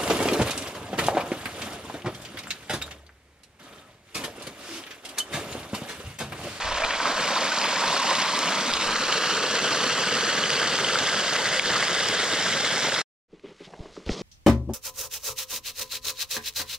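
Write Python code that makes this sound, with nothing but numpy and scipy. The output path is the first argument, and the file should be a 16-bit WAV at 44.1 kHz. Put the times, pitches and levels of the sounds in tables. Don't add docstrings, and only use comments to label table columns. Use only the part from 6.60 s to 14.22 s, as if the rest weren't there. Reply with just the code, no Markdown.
import sys
import numpy as np
from scipy import signal
from scipy.fft import rfft, irfft, next_fast_len
from scipy.io import wavfile
from scipy.ndimage import uniform_filter1d

SR = 44100
rng = np.random.default_rng(int(sys.argv[2]) if len(sys.argv) > 2 else 0)


def master_out(mix):
    frames = np.transpose(np.atleast_2d(mix))
    ceiling = np.clip(frames, -1, 1)
    pcm = np.round(ceiling * 32767).astype(np.int16)
    wavfile.write(sys.argv[1], SR, pcm)


N = 336037
TIME = np.arange(N) / SR
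JET_END_S, JETTY_START_S = 6.414, 6.68

# (time [s], level [dB])
RUSH_LEVEL = [(0, -26), (.35, -24.5), (.6, -25.5), (1.5, -25), (2.1, -26), (2.6, -24.5), (4.5, -25),
              (6.4, -25)]
# (time [s], gain [dB])
AIR_GULPS = [(.235, -0.5), (.47, 2.4), (1.36, 0.5), (2.52, 1), (4.35, 2), (4.98, 0.5), (5.16, 2),
             (5.22, 0.8), (6.06, 2), (6.24, 3)]
# (time [s], gain [dB])
SPRAY_GAIN = [(0, -5), (.35, -5), (.6, 1.5), (1.9, 3.5), (2.4, 0), (4.5, 0), (6.4, 1)]
# (time [s], churning gain [dB], rumble gain [dB])
LOW_END_GAIN = [(.35, -7, -0.5), (.6, 1, 8.5), (1.3, 0.5, 9), (2.1, 4.5, -3), (2.4, 0.5, -6),
                (3.3, 1.5, -.5), (6.4, 0, -1)]
# (frequency [Hz], level [dB])
FAR_COLOUR = [(35, -59), (60, -35), (118, -28), (167, -12), (206, -4), (413, -9.5), (585, 0.5), (829, -6.5),
              (976, 2.5), (1740, -5), (2010, -4.5), (4960, -10), (9300, -28.5), (10900, -37), (15500, -46)]
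# (frequency [Hz], level [dB])
CLOSE_COLOUR = [(35, -51), (60, -18.5), (150, -7), (330, -9.5), (470, -1), (800, -3.5), (1200, -4),
                (2080, -3), (3000, -4.5), (4800, -7.5), (7700, -18.5), (9500, -25.5), (10700, -35.5),
                (15500, -43.5)]
# (frequency [Hz], half width [Hz], gain [dB])
CLOSE_PEAKS = [(1040, 60, -2.5), (1220, 70, 1.5), (1610, 100, 2.2), (1860, 60, -2.5), (2020, 90, 1.5),
               (2430, 130, -3.5), (3050, 200, 1)]
# (time [s], lean [0-1], reflection delay [ms], reflection strength [0-1])
PERSPECTIVE = [(0, 0.26, 1.15, 0.14), (.7, 0.02, 1.34, 0.08), (2.0, 0.13, 0.88, 0.17),
               (2.3, 0.49, 0.71, 0.38), (3.4, 0.79, 0.67, 0.36), (4.6, 0.87, 0.62, 0.28),
               (5.3, 0.95, 0.593, 0.32), (6.4, 0.77, 0.55, 0.3)]
# (time [s], frequency [Hz], gain [dB])
HOLLOW_RESONANCE = [(0, 1080, 0), (.9, 900, 1), (1.45, 960, 5.5), (2.1, 1060, -3.5), (2.3, 490, 5),
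                    (2.8, 460, 10), (4.2, 492, 2.5), (6.4, 527, 1.5)]
# (time [s], level [dB], pitch [Hz])
STONE_SLAPS = [(.247, -12, 2400), (.306, -13, 1880), (.402, -16, 1070), (1.362, -14, 1300),
               (1.552, -13, 3570), (1.79, -13, 5200), (2.137, -10, 3600), (2.357, -14, 1760),
               (2.525, -8.5, 2880), (2.638, -12.5, 1580), (3.435, -16, 1650), (3.837, -13, 2330),
               (3.903, -13, 3020), (4.186, -15, 1280), (4.355, -15, 1440), (4.388, -11, 3820),
               (4.995, -4, 2210), (5.226, -14, 1660), (5.486, -10, 4800), (6.045, -15.5, 2150),
               (6.32, -16, 1610)]
# (time [s], level [dB], pitch [Hz])
BIG_BUBBLES = [(.22, -20.5, 639), (.237, -13.5, 2354), (.455, -16, 1263), (.768, -20, 1310),
               (.92, -16, 1490), (.986, -14, 4800), (3.838, -12, 3000), (4.246, -10.5, 3100),
               (4.793, -23.5, 845), (5.157, -15.5, 1220)]
# (frequency [Hz], coherence [0-1])
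PORT_COHERENCE = [(60, .95), (300, .99), (1200, .97), (3000, .92), (5000, .8), (7000, .66), (9000, .55),
                  (15000, .42)]
# (frequency [Hz], lead of the left [rad])
PORT_PHASE = [(60, 0), (1200, 0.36), (2500, -0.36), (4700, -1), (6000, -1.67), (7000, -2.2), (8000, -1.5),
              (9200, -0.5), (10500, -1.7), (12500, -3)]
# (frequency [Hz], left minus right [dB])
PORT_BALANCE = [(60, -1), (210, -0.5), (500, -0.5), (770, -2.5), (1790, 0.5), (2740, 0), (4190, 0),
                (6400, -1.5), (7500, -5.5), (8400, -5), (9400, 0.5), (15000, -1.5)]

# (time [s], level [dB], contact time [ms])
BOARD_KNOCKS = [(6.728, -37, 2.3), (6.733, -37, 1.7), (6.834, -34, 1.2), (6.842, -34, 1.1),
                (6.91, -44, 1.2), (7.001, -35, 1), (7.013, -39, 0.87), (7.186, -35, 4), (7.252, -35, 0.65),
                (7.37, -29, 0.71), (7.493, -24, 1.4), (7.605, -25, 4), (7.61, -31, 2.5)]
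# (frequency [Hz], level [dB], t60 [s])
PLANK_MODES = [(176, -13.5, 0.083), (300, -1, 0.052), (407, 6, 0.04), (550, -2, 0.033), (840, -20, .03),
               (1150, -20, .02)]
# (time [s], level [dB], pitch [Hz], length [s])
FOOT_THUDS = [(7.068, -47, 170, .02), (7.204, -28, 75, 0.0073), (7.464, -28, 60, .025),
              (7.4932, -14, 292, 0.0058), (7.5005, -21, 146, 0.008), (7.51, -24, 30, 0.015)]
# (time [s], level [dB], pitch [Hz])
GRIT_SNAPS = [(6.795, -47, 2500), (7.136, -31, 730), (7.256, -39, 900), (7.365, -34.5, 1010),
              (7.463, -36, 3600), (7.4912, -23, 1920), (7.493, -26, 600)]
# (start [s], length [s], level [dB])
SOLE_SCUFFS = [(6.72, 0.061, -60), (6.838, 0.069, -50.5), (7, .02, -50), (7.065, .012, -53),
               (7.12, .025, -51), (7.191, 0.11, -50.5), (7.352, 0.083, -52), (7.461, 0.19, -38)]
# (frequency [Hz], level [dB])
SCUFF_COLOUR = [(47, -50), (80, -36), (166, -6), (261, -12), (399, -5.5), (501, -9), (629, -16),
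                (778, -19.5), (1210, -20.5), (1520, -30), (3000, -27), (3900, -59), (6600, -120)]
# (start [s], length [s], level [dB])
SOLE_DRAG = (7.065, .205, -53.5)
# (frequency [Hz], level [dB])
SCRAPE_COLOUR = [(300, -50), (600, -3), (790, -7), (950, -17), (1600, -40), (4000, -80)]
# (peak time [s], half width [s], level [dB], focus [Hz])
LEG_SWISHES = [(6.755, .035, -68, 3000), (6.88, .045, -55.5, 2600), (7.013, 0.023, -54, 2200),
               (7.052, .022, -49.5, 3260), (7.24, 0.043, -59, 4000), (7.36, 0.038, -55, 4800),
               (7.48, .02, -47, 4000), (7.522, 0.03, -38.5, 4770), (7.6, 0.061, -42.5, 4500)]
# (time [s], level [dB])
RUSTLE_LEVEL = [(6.68, -74), (6.8, -69), (7.0, -60), (7.62, -57)]
# (frequency [Hz], level [dB])
TROUSER_COLOUR = [(500, -22), (1200, 4), (1850, 2), (2100, 7), (2350, 0.5), (3400, 2), (5500, -1),
                  (7300, -6), (8500, -11), (11000, -19), (15500, -50)]

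# (peak time [s], level [dB])
AIR_PUFFS = [(.05, -36), (.12, -45.5), (.25, -39), (.56, -49), (1.27, -53), (2.13, -44), (2.28, -46),
             (2.48, -54), (5.04, -49), (7.205, -50), (7.5, -58)]
# (frequency [Hz], level [dB])
WIND_COLOUR = [(8, -5), (25, -12.5), (50, -7.5), (80, -13), (150, -33), (400, -70.5)]


def jet(gulp_width_s=0.012, cutoff_s=0.0035):
    hz, t, z = spectra(churn())
    z = z / np.sqrt(uniform_filter1d((abs(z) ** 2).mean((0, 2)), size=5))[:, None]
    mono_gain = np.sqrt((1 + read(PORT_COHERENCE, hz) * np.cos(read(PORT_PHASE, hz))) / 2)
    rush = waves(ports(z * gain_of(rush_eq(hz, t)) / mono_gain, hz) * reflection(hz, t))
    gulp_db = sum(db * swell(s, gulp_width_s) for s, db in AIR_GULPS)
    rush *= gain_of(follow(RUSH_LEVEL, TIME)[0] + gulp_db) / rush.mean(0).std()
    accents = cracks(STONE_SLAPS, cycles=3.3, width=0.51, ring=1.1) + plops()
    accents = waves(ports(spectra(accents)[2], hz))
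    return (rush + accents) * np.exp(-np.maximum(TIME - JET_END_S, 0) / cutoff_s)


def churn(wash_db=-3, drip_db=-9, plink_db=-12, tick_db=-14, surge_db=0.92):
    bursts = bubbles(density=5000, cycles=1.54, spread_db=2.5, rise=0.026, band_hz=(109.8, 9060), sizes=44)
    drips = bubbles(density=700, cycles=8.2, spread_db=3.5, rise=0.017, band_hz=(351.2, 5935), sizes=60)
    plinks = bubbles(density=160, cycles=20, spread_db=3.0, rise=0.01, band_hz=(795, 5634), sizes=70)
    mix = bursts + gain_of(drip_db) * drips + gain_of(plink_db) * plinks + gain_of(tick_db) * spray()
    mix += gain_of(wash_db) * rng.standard_normal((2, N))
    return mix * gain_of(surge_db * lumps(slow_hz=5.0, fast_hz=70))


def bubbles(density, cycles, spread_db, rise, band_hz, sizes):
    out = np.zeros((2, N))
    for hz in np.geomspace(*band_hz, sizes):
        age = np.arange(int(5 * cycles * SR / hz) + 4) * hz / SR
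        envelope = np.exp(-age / cycles) * (1 - np.exp(-2 * age))
        ring = envelope * np.exp(2j * np.pi * age * (1 + rise * age / cycles))
        count = int(density * TIME[-1] * (hz / 1000) ** .8 / sizes)
        onset, chance, *phases = rng.random((8000, 4))[:count].T
        strength = gain_of(spread_db * np.minimum(-np.log(chance), 4.2))
        at = (onset[:, None] * N).astype(int) + np.arange(len(age))
        for row, phase in zip(out, phases):
            pops = ((strength * np.exp(2j * np.pi * phase))[:, None] * ring).real
            row += np.sqrt(hz) * evened(np.bincount(at.ravel(), pops.ravel(), N)[:N])
    return evened(out)


def spray(drops_per_s=500, spread_db=2.5, decay_s=0.00074):
    drops = (rng.random(N) < drops_per_s / SR) * gain_of(spread_db * np.minimum(rng.exponential(1, N), 5))
    power = signal.lfilter([1], [1, -np.exp(-1 / (decay_s * SR))], drops ** 2)
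    return evened(np.sqrt(power) * rng.standard_normal((2, N)))


def rush_eq(hz, t, hollow_width=0.063, flicker_db=0.9):
    lean = follow(PERSPECTIVE, t)[0]
    hollow_hz, hollow_db = follow(HOLLOW_RESONANCE, t)
    churn_db, rumble_db = follow(LOW_END_GAIN, t)
    db = (1 - lean) * read(FAR_COLOUR, hz) + lean * read(CLOSE_COLOUR, hz)
    db += hollow_db / (1 + (np.log((hz + 1) / hollow_hz) / hollow_width) ** 2)
    db += lean * sum(gain / (1 + ((hz - centre) / width) ** 2) for centre, width, gain in CLOSE_PEAKS)
    db += churn_db / (1 + (hz / 400) ** 4) + rumble_db / (1 + (hz / 125) ** 6)
    db += follow(SPRAY_GAIN, t)[0] / (1 + (3000 / (hz + 1)) ** 2)
    patches = uniform_filter1d(rng.standard_normal(db.shape), size=24, axis=0)
    return db + flicker_db * evened(uniform_filter1d(patches, size=6, axis=1))


def reflection(hz, t, top_hz=6500, skew=0.013, port_gains=(1.02, 0.69)):
    _, delay_ms, strength = follow(PERSPECTIVE, t)
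    delay_s = delay_ms / 1000 * (1 + skew * np.array([-1, 1]))[:, None, None]
    bounce = strength * np.array(port_gains)[:, None, None] / (1 + (hz / top_hz) ** 6)
    return 1 + bounce * np.exp(-2j * np.pi * hz * delay_s)


def cracks(rows, cycles, width, ring):
    out, t, hz = np.zeros((2, N)), np.arange(2048) / SR, np.fft.rfftfreq(2048, 1 / SR)
    for s, db, centre_hz in rows:
        decay_s = cycles / np.sqrt(centre_hz * 1000)
        band = 1 / (1 + (np.log((hz + 1) / centre_hz) / width) ** 4)
        for row in out:
            ragged = evened(irfft(band * np.exp(2j * np.pi * rng.random(len(hz)))))
            tone = np.sin(2 * np.pi * (centre_hz * t + rng.random()))
            crack = (ragged + ring * tone) * np.exp(-t / decay_s) * (1 - np.exp(-t * centre_hz)) ** 2
            add(row, s, gain_of(db) * crack / abs(crack).max())
    return out


def plops(cycles=8, rise=.01):
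    out, t = np.zeros((2, N)), np.arange(SR // 10) / SR
    for s, db, hz in BIG_BUBBLES:
        age = hz * t / cycles
        for row in out:
            ring = np.sin(2 * np.pi * (hz * t * (1 + rise * age) + rng.random()))
            add(row, s, gain_of(db) * ring * np.exp(-age) * (1 - np.exp(-2 * hz * t)))
    return out


def ports(z, hz):
    coherence = read(PORT_COHERENCE, hz)
    pan = gain_of(read(PORT_BALANCE, hz) / 2) * np.exp(.5j * read(PORT_PHASE, hz))
    mid, side = np.sqrt((1 + coherence) / 2) * z[0], np.sqrt((1 - coherence) / 2) * z[1]
    return np.array([(mid + side) * pan, (mid - side) / pan])


def boards(attack_s=0.007):
    out, t = np.zeros(N), np.arange(SR // 6) / SR
    for s, db, contact_ms in BOARD_KNOCKS:
        knock = np.zeros(len(t))
        for hz, level, t60 in PLANK_MODES:
            softening = 1 + (hz * contact_ms / 1000) ** 4
            tone = np.sin(2 * np.pi * hz * rng.uniform(0.934, 1.063) * t)
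            knock += gain_of(level - 60 * t / t60) / softening * tone
        knock *= 1 - np.exp(-(t / attack_s) ** 2)
        add(out, s, gain_of(db) * knock / abs(knock).max())
    for s, db, hz, length in FOOT_THUDS:
        push = np.sin(np.pi * np.minimum(t / length, 1))
        add(out, s, -gain_of(db) * np.sin(2 * np.pi * hz * t) * push)
    return out + cracks(GRIT_SNAPS, cycles=2.5, width=0.58, ring=0.7)[0]


def shuffle(sole_floor_db=-65, grain_db=1.6, fade_in_s=0.033):
    soles = np.hypot(sum(stroke(*row) for row in SOLE_SCUFFS), gain_of(sole_floor_db))
    sound = soles * wide(SCUFF_COLOUR, side=0.01) + stroke(*SOLE_DRAG) * noise(SCRAPE_COLOUR)
    sound += sum(swish(*row) for row in LEG_SWISHES)
    sound += gain_of(follow(RUSTLE_LEVEL, TIME)[0]) * wide(TROUSER_COLOUR, side=0.033)
    grain = gain_of(grain_db * lumps(slow_hz=40.2, fast_hz=400))
    return sound * grain * np.clip((TIME - JETTY_START_S) / fade_in_s, 0, 1)


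def stroke(start, length, db, attack_s=.008, release_s=0.032):
    age = TIME - start
    return gain_of(db) * np.clip(age / attack_s, 0, 1) * np.exp(-np.maximum(age - length, 0) / release_s)


def swish(s, width, db, focus_hz, cut_db=11.5):
    colour = [(hz, level - cut_db * min(np.log2(hz / focus_hz) ** 2, 1)) for hz, level in TROUSER_COLOUR]
    return gain_of(db) * swell(s, width) * wide(colour, side=0.033)


def wind(pond_db=-65.5, jetty_db=-71, waver_db=2.5, rise_s=.018, ebb_s=.075):
    puffs = sum(gain_of(db) * np.exp(-np.maximum((s - TIME) / rise_s, (TIME - s) / ebb_s))
                for s, db in AIR_PUFFS)
    by_pond = np.clip((JET_END_S - TIME) / 0.0095, 0, 1)
    on_jetty = np.clip((TIME - JETTY_START_S) / .05, 0, 1)
    breeze_db = np.where(TIME < JETTY_START_S, pond_db, jetty_db)
    breeze = gain_of(breeze_db + waver_db * lumps(slow_hz=1.5, fast_hz=8))
    return wide(WIND_COLOUR, side=.3) * (by_pond + on_jetty) * np.hypot(puffs, breeze)


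def lumps(slow_hz, fast_hz):
    hz = np.fft.rfftfreq(N // 32 + 2, 32 / SR)
    shape = hz / (hz + slow_hz) / np.sqrt(hz + slow_hz) / (1 + (hz / fast_hz) ** 2)
    slow = evened(irfft(shape * (rng.standard_normal((len(hz), 2)) @ [1, 1j])))
    return np.interp(np.arange(N) / 32, np.arange(len(slow)), slow)


def noise(colour):
    size = next_fast_len(N, real=True)
    eq = gain_of(read(colour, np.fft.rfftfreq(size, 1 / SR)))
    return evened(irfft(rfft(rng.standard_normal(size)) * eq, size)[:N])


def wide(colour, side):
    return noise(colour) + side * np.array([[1], [-1]]) * noise(colour)


def swell(s, width):
    return np.exp(-np.minimum(((TIME - s) / width) ** 2, 60))


def spectra(x):
    hz, t, z = signal.stft(x, SR, nperseg=1024, noverlap=768)
    return hz[:, None], t, z


def waves(z):
    return signal.istft(z, nperseg=1024, noverlap=768)[1][:, :N]


def read(points, hz):
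    f, value = np.transpose(points)
    return np.interp(np.log(hz + 1), np.log(f + 1), value)


def follow(rows, t):
    s, *columns = np.transpose(rows)
    return [np.interp(t, s, c) for c in columns]


def add(mix, s, sound):
    part = mix[round(s * SR):][:len(sound)]
    part += sound[:len(part)]


def gain_of(db):
    return 10 ** (np.asarray(db) / 20)


def evened(x):
    return x / np.sqrt(np.mean(x ** 2) + 1e-20)


def scene():
    return jet() + wind() + shuffle() + boards()


def record(dry, limit_db=-8, attack_s=0.00076, recover_db_per_s=55, top_hz=15800):
    over_db = np.maximum(20 * np.log10(abs(dry).max(0) + 1e-9) - limit_db, 0)
    recovery_db = TIME * recover_db_per_s
    duck_db = np.maximum.accumulate(over_db + recovery_db) - recovery_db
    lag = np.exp(-1 / (attack_s * SR))
    limited = dry / gain_of(signal.lfilter([1 - lag], [1, -lag], duck_db))
    low_pass = signal.firwin(511, top_hz, window=("kaiser", 9), fs=SR)
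    return signal.oaconvolve(limited, low_pass[None], "same")


dry = scene()
out = record(dry)
master_out(out)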